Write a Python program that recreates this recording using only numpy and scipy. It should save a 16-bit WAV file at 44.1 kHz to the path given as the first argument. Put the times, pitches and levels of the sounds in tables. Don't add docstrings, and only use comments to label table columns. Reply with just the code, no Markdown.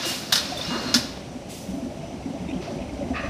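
import sys
import numpy as np
from scipy import signal
from scipy.fft import rfft, irfft
from scipy.io import wavfile

SR = 44100
rng = np.random.default_rng(int(sys.argv[2]) if len(sys.argv) > 2 else 0)


def digitize_waveform(pressure):
    field = np.atleast_2d(pressure).T
    bounded = np.clip(field, -1, 1)
    quanta = np.round(bounded * 32767).astype(np.int16)
    wavfile.write(sys.argv[1], SR, quanta)


def boost(x):
    u = np.asarray(x, float) / 20
    return 10 ** u


N = 145089

# (pitch [Hz], level [dB], t60 before the cap below [s])
STEEL = [(1427, 1.5, .04), (1690, 0, 0.043), (2460, -1, 0.036), (3505, 1.5, 0.033), (3756, 1, .04),
         (4210, 3, 0.022), (4610, -2.5, 0.036), (4810, -4, 0.023), (4925, -8, 0.026), (5165, 0.5, 0.027),
         (5320, -0.5, 0.031), (5800, -4, 0.013), (6430, -0.5, 0.019), (7150, -5, 0.016)]
STEEL_MAX_T60_S = 0.035
# (frequency [Hz], density [dB per Hz])
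SLIDE_SPECTRUM = [(530, 2), (900, -4), (1050, -1), (2020, -4.5), (2790, -1), (3140, -4.5), (3670, 0),
                  (5310, 0), (7500, -14.5), (13800, -25), (15500, -28)]
CLICK_SPREAD_DB = 2.6
KNOCK_RISE_S = 0.0028


def rms_one(x):
    return x / np.sqrt(np.mean(x ** 2) + 1e-20)


def in_time(rows):
    s, db = np.transpose(rows)
    return boost(np.interp(np.arange(N) / SR, s, db, right=-120))


def drift(rate_hz):
    pole = np.exp(-80 * np.pi * rate_hz / SR)
    slow = signal.lfilter([1], [1, -2 * pole, pole ** 2], rng.standard_normal(N // 40 + 2002))
    slow = rms_one(slow[2000:])
    return np.interp(np.arange(N) / 40, np.arange(len(slow)), slow)


def ring(clicks, hz, t60):
    radius = boost(-60 / (max(t60, 0.003) * SR))
    angle = 2 * np.pi * hz / SR
    feedback = [1, -2 * radius * np.cos(angle), radius ** 2]
    return signal.lfilter([0, np.sin(angle)], feedback, clicks + 1e-18)


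def colour(x, spectrum, tilt_db=0):
    octave = np.log2(np.arange(N // 2 + 1) * SR / N + 1)
    hz, db = np.transpose(spectrum)
    gain_db = np.interp(octave, np.log2(hz), db, left=-90, right=-90) + tilt_db * octave
    return rms_one(irfft(rfft(x) * boost(gain_db), N))


def noise(spectrum, tilt_db=0):
    return colour(rng.standard_normal(N), spectrum, tilt_db) * boost(0.6 * drift(22))


def grains(per_s, spread_db):
    present = rng.random(N) < per_s / SR
    size = boost(spread_db * np.minimum(rng.exponential(1, N), 4))
    return present * size * rng.choice([-1, 1], N)


def whistle(hz, width_hz):
    t60 = np.log(1000) / (np.pi * width_hz)
    once = ring(rng.standard_normal(N), hz, t60)
    return rms_one(ring(once, hz, t60))


def struck(rows, t60, rise_s):
    out, t = np.zeros(N + SR), np.arange(SR // 2) / SR
    for s, db, hz in rows:
        i = int(s * SR)
        soft_start = (1 - np.exp(-t / rise_s)) ** 2
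        out[i:i + len(t)] += boost(db - 60 * t / t60(hz)) * soft_start * np.sin(2 * np.pi * hz * t)
    return out[:N]


def gusts(rows, spectrum):
    out, t = 0, np.arange(N) / SR
    for s, db, attack, hold, t60, tilt_db in rows:
        rise = np.clip((t - s) / attack, 0, 1)
        fall = boost(db - 60 * np.maximum(t - s - attack - hold, 0) / t60)
        out = out + rise * fall * noise(spectrum, tilt_db)
    return out


def far_hall():
    # (frequency [Hz], density [dB per Hz])
    hiss_spectrum = [(530, 8), (900, -9.5), (990, -8), (1350, -10), (2200, -11), (2890, -9), (4660, -12),
                     (5840, -10.5), (6350, -15), (8750, -18), (15500, -37.5)]
    hiss_db, whine_db, whine_hz, whine_width_hz = -47.5, -61, 6003, 75
    hiss = boost(hiss_db) * noise(hiss_spectrum)
    whine = boost(whine_db + 2 * drift(10)) * whistle(whine_hz, whine_width_hz)
    return hiss + whine


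def hall_reflections(x):
    t60_s, wet_db = 0.39, -11
    t = np.arange(SR) / SR
    tail = rng.standard_normal(SR) * boost(-60 * t / t60_s) * (t > 0.008)
    tail = signal.sosfilt(signal.butter(2, [300, 22000], "band", fs=SR, output="sos"), tail)
    tail = tail / np.sqrt(np.sum(tail ** 2))
    return boost(wet_db) * signal.fftconvolve(x, tail)[:N]


def far_slide():
    # (time [s], level [dB], attack [s], hold [s], t60 [s], tilt [dB per octave])
    far_slides = [(2.612, -43.5, 0.0066, 0.036, 0.73, -2.5)]
    return gusts(far_slides, SLIDE_SPECTRUM)


def rollers():
    # (time [s], level [dB])
    roll_level = [(0.0, -33.5), (0.06, -34.5), (0.19, -35), (0.93, -31.5), (0.96, -31), (1.03, -34.5),
                  (1.61, -36.5), (1.69, -33.5), (2.17, -34), (2.57, -32), (2.65, -33), (2.72, -29.5),
                  (2.93, -32), (3.1, -30.5), (3.29, -33)]
    # (frequency [Hz], density [dB per Hz])
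    rumble_spectrum = [(15, -39), (25, -65), (59, -11.5), (92, -4.5), (261, -0.5), (300, -6), (338, -5),
                       (468, -11), (575, -8), (659, -11.5), (756, -10), (1120, -25), (1500, -30),
                       (1950, -37), (3300, -120)]
    # (time [s], level [dB])
    bass_level = [(0, -69), (.7, -51), (1.0, -47), (1.5, -52.5), (1.8, -46), (2.2, -46.5), (2.6, -42.5),
                  (3.0, -43), (3.29, -33)]
    # (pitch [Hz], level [dB], t60 [s])
    frame_modes = [(64.8, 6, 0.091), (178, -5, 0.065), (276, 4, 0.17), (335.6, 0, 0.13), (580, -2, 0.14),
                   (661.2, -1, 0.22)]
    # (time [s], level before the soft start [dB], pitch [Hz])
    knock_rows = [(0.061, -18.5, 339), (0.676, -25, 168), (0.713, -19, 250), (0.737, -21.5, 231),
                  (0.755, -19, 347), (0.77, -22, 227), (0.857, -18.5, 252), (0.89, -22, 268),
                  (0.94, -18, 260), (0.953, -7.5, 250), (1.351, -22.5, 248), (1.685, -21, 190),
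                  (1.734, -19, 267), (1.77, -19.5, 277), (1.823, -18, 243.4), (1.858, -21, 263),
                  (1.989, -26.5, 150), (2.126, -24.5, 260), (2.254, -17.5, 260), (2.305, -22, 250),
                  (2.341, -22, 268), (2.402, -23.5, 184), (2.458, -24, 187), (2.486, -19.5, 307),
                  (2.523, -16, 261), (2.555, -21, 182), (2.599, -19.5, 365), (2.718, -20, 239),
                  (2.809, -21.5, 247), (3.043, -22, 242), (3.101, -13.5, 259), (3.243, -24.5, 287)]
    # (time [s], level before the soft start [dB], pitch [Hz])
    tap_rows = [(0.04, -28, 515), (0.321, -23, 730), (0.519, -16.5, 720), (0.556, -23.5, 600),
                (0.59, -23.5, 535), (0.813, -28, 490), (1.914, -25.5, 604), (2.029, -24, 670),
                (2.107, -27.5, 700), (2.539, -33, 654), (2.675, -20.5, 675), (2.703, -24, 573),
                (2.787, -27, 554), (2.961, -26, 595), (3.008, -18, 564), (3.113, -20, 688),
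                (3.233, -21, 562)]
    bumps_per_s, frame_db = 60.0, -8
    knock_cycles, tap_cycles = 25.8, 48.5

    shaken = sum(boost(db) * ring(grains(bumps_per_s, 5.2), hz, t60) for hz, db, t60 in frame_modes)
    rumble = boost(-3) * noise(rumble_spectrum) + boost(frame_db) * rms_one(shaken)
    bass = in_time(bass_level) * whistle(68, 46)
    knocks = struck(knock_rows, lambda hz: knock_cycles / hz, KNOCK_RISE_S)
    taps = struck(tap_rows, lambda hz: tap_cycles / hz, KNOCK_RISE_S)
    return in_time(roll_level) * rumble + bass + knocks + taps


def ticks():
    # (time [s], level [dB])
    tick_level = [(0, -57), (1.9, -57), (2.05, -54), (2.3, -56.5), (2.5, -52), (3.29, -52.5)]
    ticks_per_s, low_hz, high_hz, cycles = 600.0, 2000, 3200, 60.0
    pitches = np.geomspace(low_hz, high_hz, 24)
    rate = ticks_per_s / len(pitches)
    pings = rms_one(sum(ring(grains(rate, CLICK_SPREAD_DB), hz, cycles / hz) for hz in pitches))
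    return in_time(tick_level) * boost(2 * drift(8)) * pings


def scuffs():
    # (time [s], level [dB], attack [s], hold [s], t60 [s], tilt [dB per octave])
    scuff_rows = [(3.132, -29.5, 0.031, 0.019, 0.29, 4.2), (3.225, -37.5, 0.011, 0.024, 0.55, 5)]
    # (frequency [Hz], density [dB per Hz])
    card_spectrum = [(410, -22), (700, 2.5), (920, -21), (1190, 3.5), (1430, -11), (1850, -2),
                     (2300, -14.5), (2570, -5.5), (3150, -25), (4300, -25.5), (6000, -39), (12000, -80)]
    return gusts(scuff_rows, card_spectrum)


def puffs():
    # (time [s], level [dB], attack [s], hold [s], t60 [s], tilt [dB per octave])
    puff_rows = [(.045, -32.5, 0.013, 0.037, 0.7, -1.5), (.572, -42.5, .002, .005, 0.15, 2),
                 (1.485, -42.5, 0.018, 0.045, 1.0, -1.9)]
    # (frequency [Hz], density [dB per Hz])
    air_spectrum = [(1880, -10), (3200, -4), (4030, -5), (5530, -1), (8790, -5), (10600, -5.5),
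                    (11400, -9.5), (15500, -10.5)]
    return gusts(puff_rows, air_spectrum)


def early_scuff():
    # (time [s], level [dB], attack [s], hold [s], t60 [s], tilt [dB per octave])
    early_scuff_rows = [(.7, -31.5, 0.0089, 0.023, 1.18, -2)]
    # (frequency [Hz], density [dB per Hz])
    early_card_spectrum = [(300, -4), (800, -6.5), (1050, 0), (1900, -5.5), (2300, -13)]
    return gusts(early_scuff_rows, early_card_spectrum)


def glide():
    # (time [s], level [dB], pitch [Hz])
    glide_rows = [(.55, -70, 3550), (.6, -44, 3600), (.66, -42, 3850), (.72, -41, 4150), (.8, -39.5, 4230),
                  (.93, -40.5, 4220), (1.0, -70, 4220)]
    width_hz = 75
    s, db, hz = np.transpose(glide_rows)
    phase = np.cumsum(np.interp(np.arange(N) / SR, s, hz)) * 2 * np.pi / SR
    tone = drift(width_hz) * np.sin(phase) + drift(width_hz) * np.cos(phase)
    return in_time(np.c_[s, db]) * tone * boost(2 * drift(15))


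def carriage():
    # (time [s], level [dB])
    slide_level = [(0, -28.5), (.05, -25.5), (.12, -26.5), (.2, -33.5), (.3, -34), (.45, -28.5),
                   (.56, -32.5), (.6, -30), (.75, -31), (.93, -31.5), (1.05, -34.5), (1.2, -43.5),
                   (1.4, -64)]
    # (time [s], level [dB])
    squeal_level = [(0.0, -47), (0.036, -37), (0.11, -39), (0.202, -52), (0.346, -64), (0.514, -65),
                    (0.762, -35.5), (0.778, -42.5), (0.972, -44), (1.2, -77)]
    # (time [s], level before the soft start [dB], pitch [Hz])
    chink_rows = [(0.0328, -30, 2790), (0.5726, -24, 3570), (0.6115, -22, 3600), (0.6495, -26.5, 5340),
                  (0.8444, -32, 4200), (1.5075, -38, 7800), (2.4877, -39, 3640), (2.503, -41, 2710),
                  (2.6793, -40, 2630), (2.8933, -40.5, 2170), (3.195, -43, 4170), (3.2585, -37, 2500)]
    rattle_per_s, rattle_db = 430, -13.5
    squeal_hz, squeal_width_hz = 2843, 22
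    chink_t60_s, chink_rise_s = 0.063, 0.00049

    rattle = 0
    for hz, db, t60 in STEEL:
        clicks = grains(rattle_per_s / len(STEEL), CLICK_SPREAD_DB)
        rattle = rattle + boost(db) * ring(clicks, hz, min(t60, STEEL_MAX_T60_S))
    friction = boost(-4.5) * noise(SLIDE_SPECTRUM)
    slide = in_time(slide_level) * (friction + boost(rattle_db) * rms_one(rattle))
    squeal = in_time(squeal_level) * whistle(squeal_hz, squeal_width_hz)
    return slide + squeal + struck(chink_rows, lambda hz: chink_t60_s, chink_rise_s)


def slams():
    # (time [s], clatter peak [dB], t60 of the fall [s], strongest pitch [Hz],
    # crack level [dB])
    slam_rows = [(0.3228, -8.5, 0.15, 3800, -14.5), (0.355, -10.5, 0.13, 4930, -21),
                 (0.376, -17.5, 0.28, 3680, -35), (.941, -3, 0.081, 5380, -18), (.946, -8.5, .1, 5200, -34),
                 (0.953, -16.5, 0.12, 4200, -30.5), (0.964, -17, 0.22, 4660, -29)]
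    # (frequency [Hz], density [dB per Hz])
    crack_spectrum = [(350, -22), (600, -14.5), (1690, -6.5), (2370, -18.5), (2990, -8), (3240, -9.5),
                      (5220, -4), (7330, -17), (10700, -15.5), (15500, -22)]
    spread_oct, max_off_db, clatter_per_s = 0.33, 12, 4000.0
    snap_hz, snap_db, snap_faster, crack_rise_s = 7040, 4, 2.9, 0.0022

    out, t = np.zeros(N), np.arange(N) / SR
    crack = noise(crack_spectrum)
    treble = signal.sosfilt(signal.butter(2, snap_hz, "high", fs=SR, output="sos"), crack)
    for s, db, t60, centre_hz, crack_db in slam_rows:
        fall = (t >= s) * boost(-60 * np.maximum(t - s, 0) / t60)
        span = slice(int(s * SR), int(s * SR) + SR // 2)
        body = 0
        for hz, mode_db, mode_t60 in STEEL:
            off_db = min(max_off_db, 6 * (np.log2(hz / centre_hz) / spread_oct) ** 2)
            clatter = (grains(clatter_per_s, 1.1) * fall ** 2)[span]
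            tone = ring(clatter, hz, min(mode_t60, STEEL_MAX_T60_S))
            body = body + boost(mode_db - off_db) * tone / np.abs(tone).max()
        out[span] += boost(db) * body / np.abs(body).max()
        rise = np.clip((t - s) / crack_rise_s, 0, 1)
        snap = boost(snap_db) * fall ** snap_faster * treble
        out += boost(crack_db) * rise * (fall * (crack - treble) + snap)
    return out


def scene():
    echoing = slams() + puffs() + far_slide() + scuffs() + early_scuff()
    machine = carriage() + glide() + ticks() + rollers()
    return (echoing + hall_reflections(echoing) + machine + far_hall())[None]


def band_limit(x):
    return signal.sosfilt(signal.butter(12, 16500, fs=SR, output="sos"), x)


def record(dry):
    low_hz, top_stop_hz = 53.3, 16100
    x = signal.sosfilt(signal.butter(3, low_hz, "high", fs=SR, output="sos"), dry)
    x = signal.sosfilt(signal.cheby2(14, 60, top_stop_hz, fs=SR, output="sos"), x)
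    return band_limit(x)


dry = scene()
out = record(dry)
digitize_waveform(out)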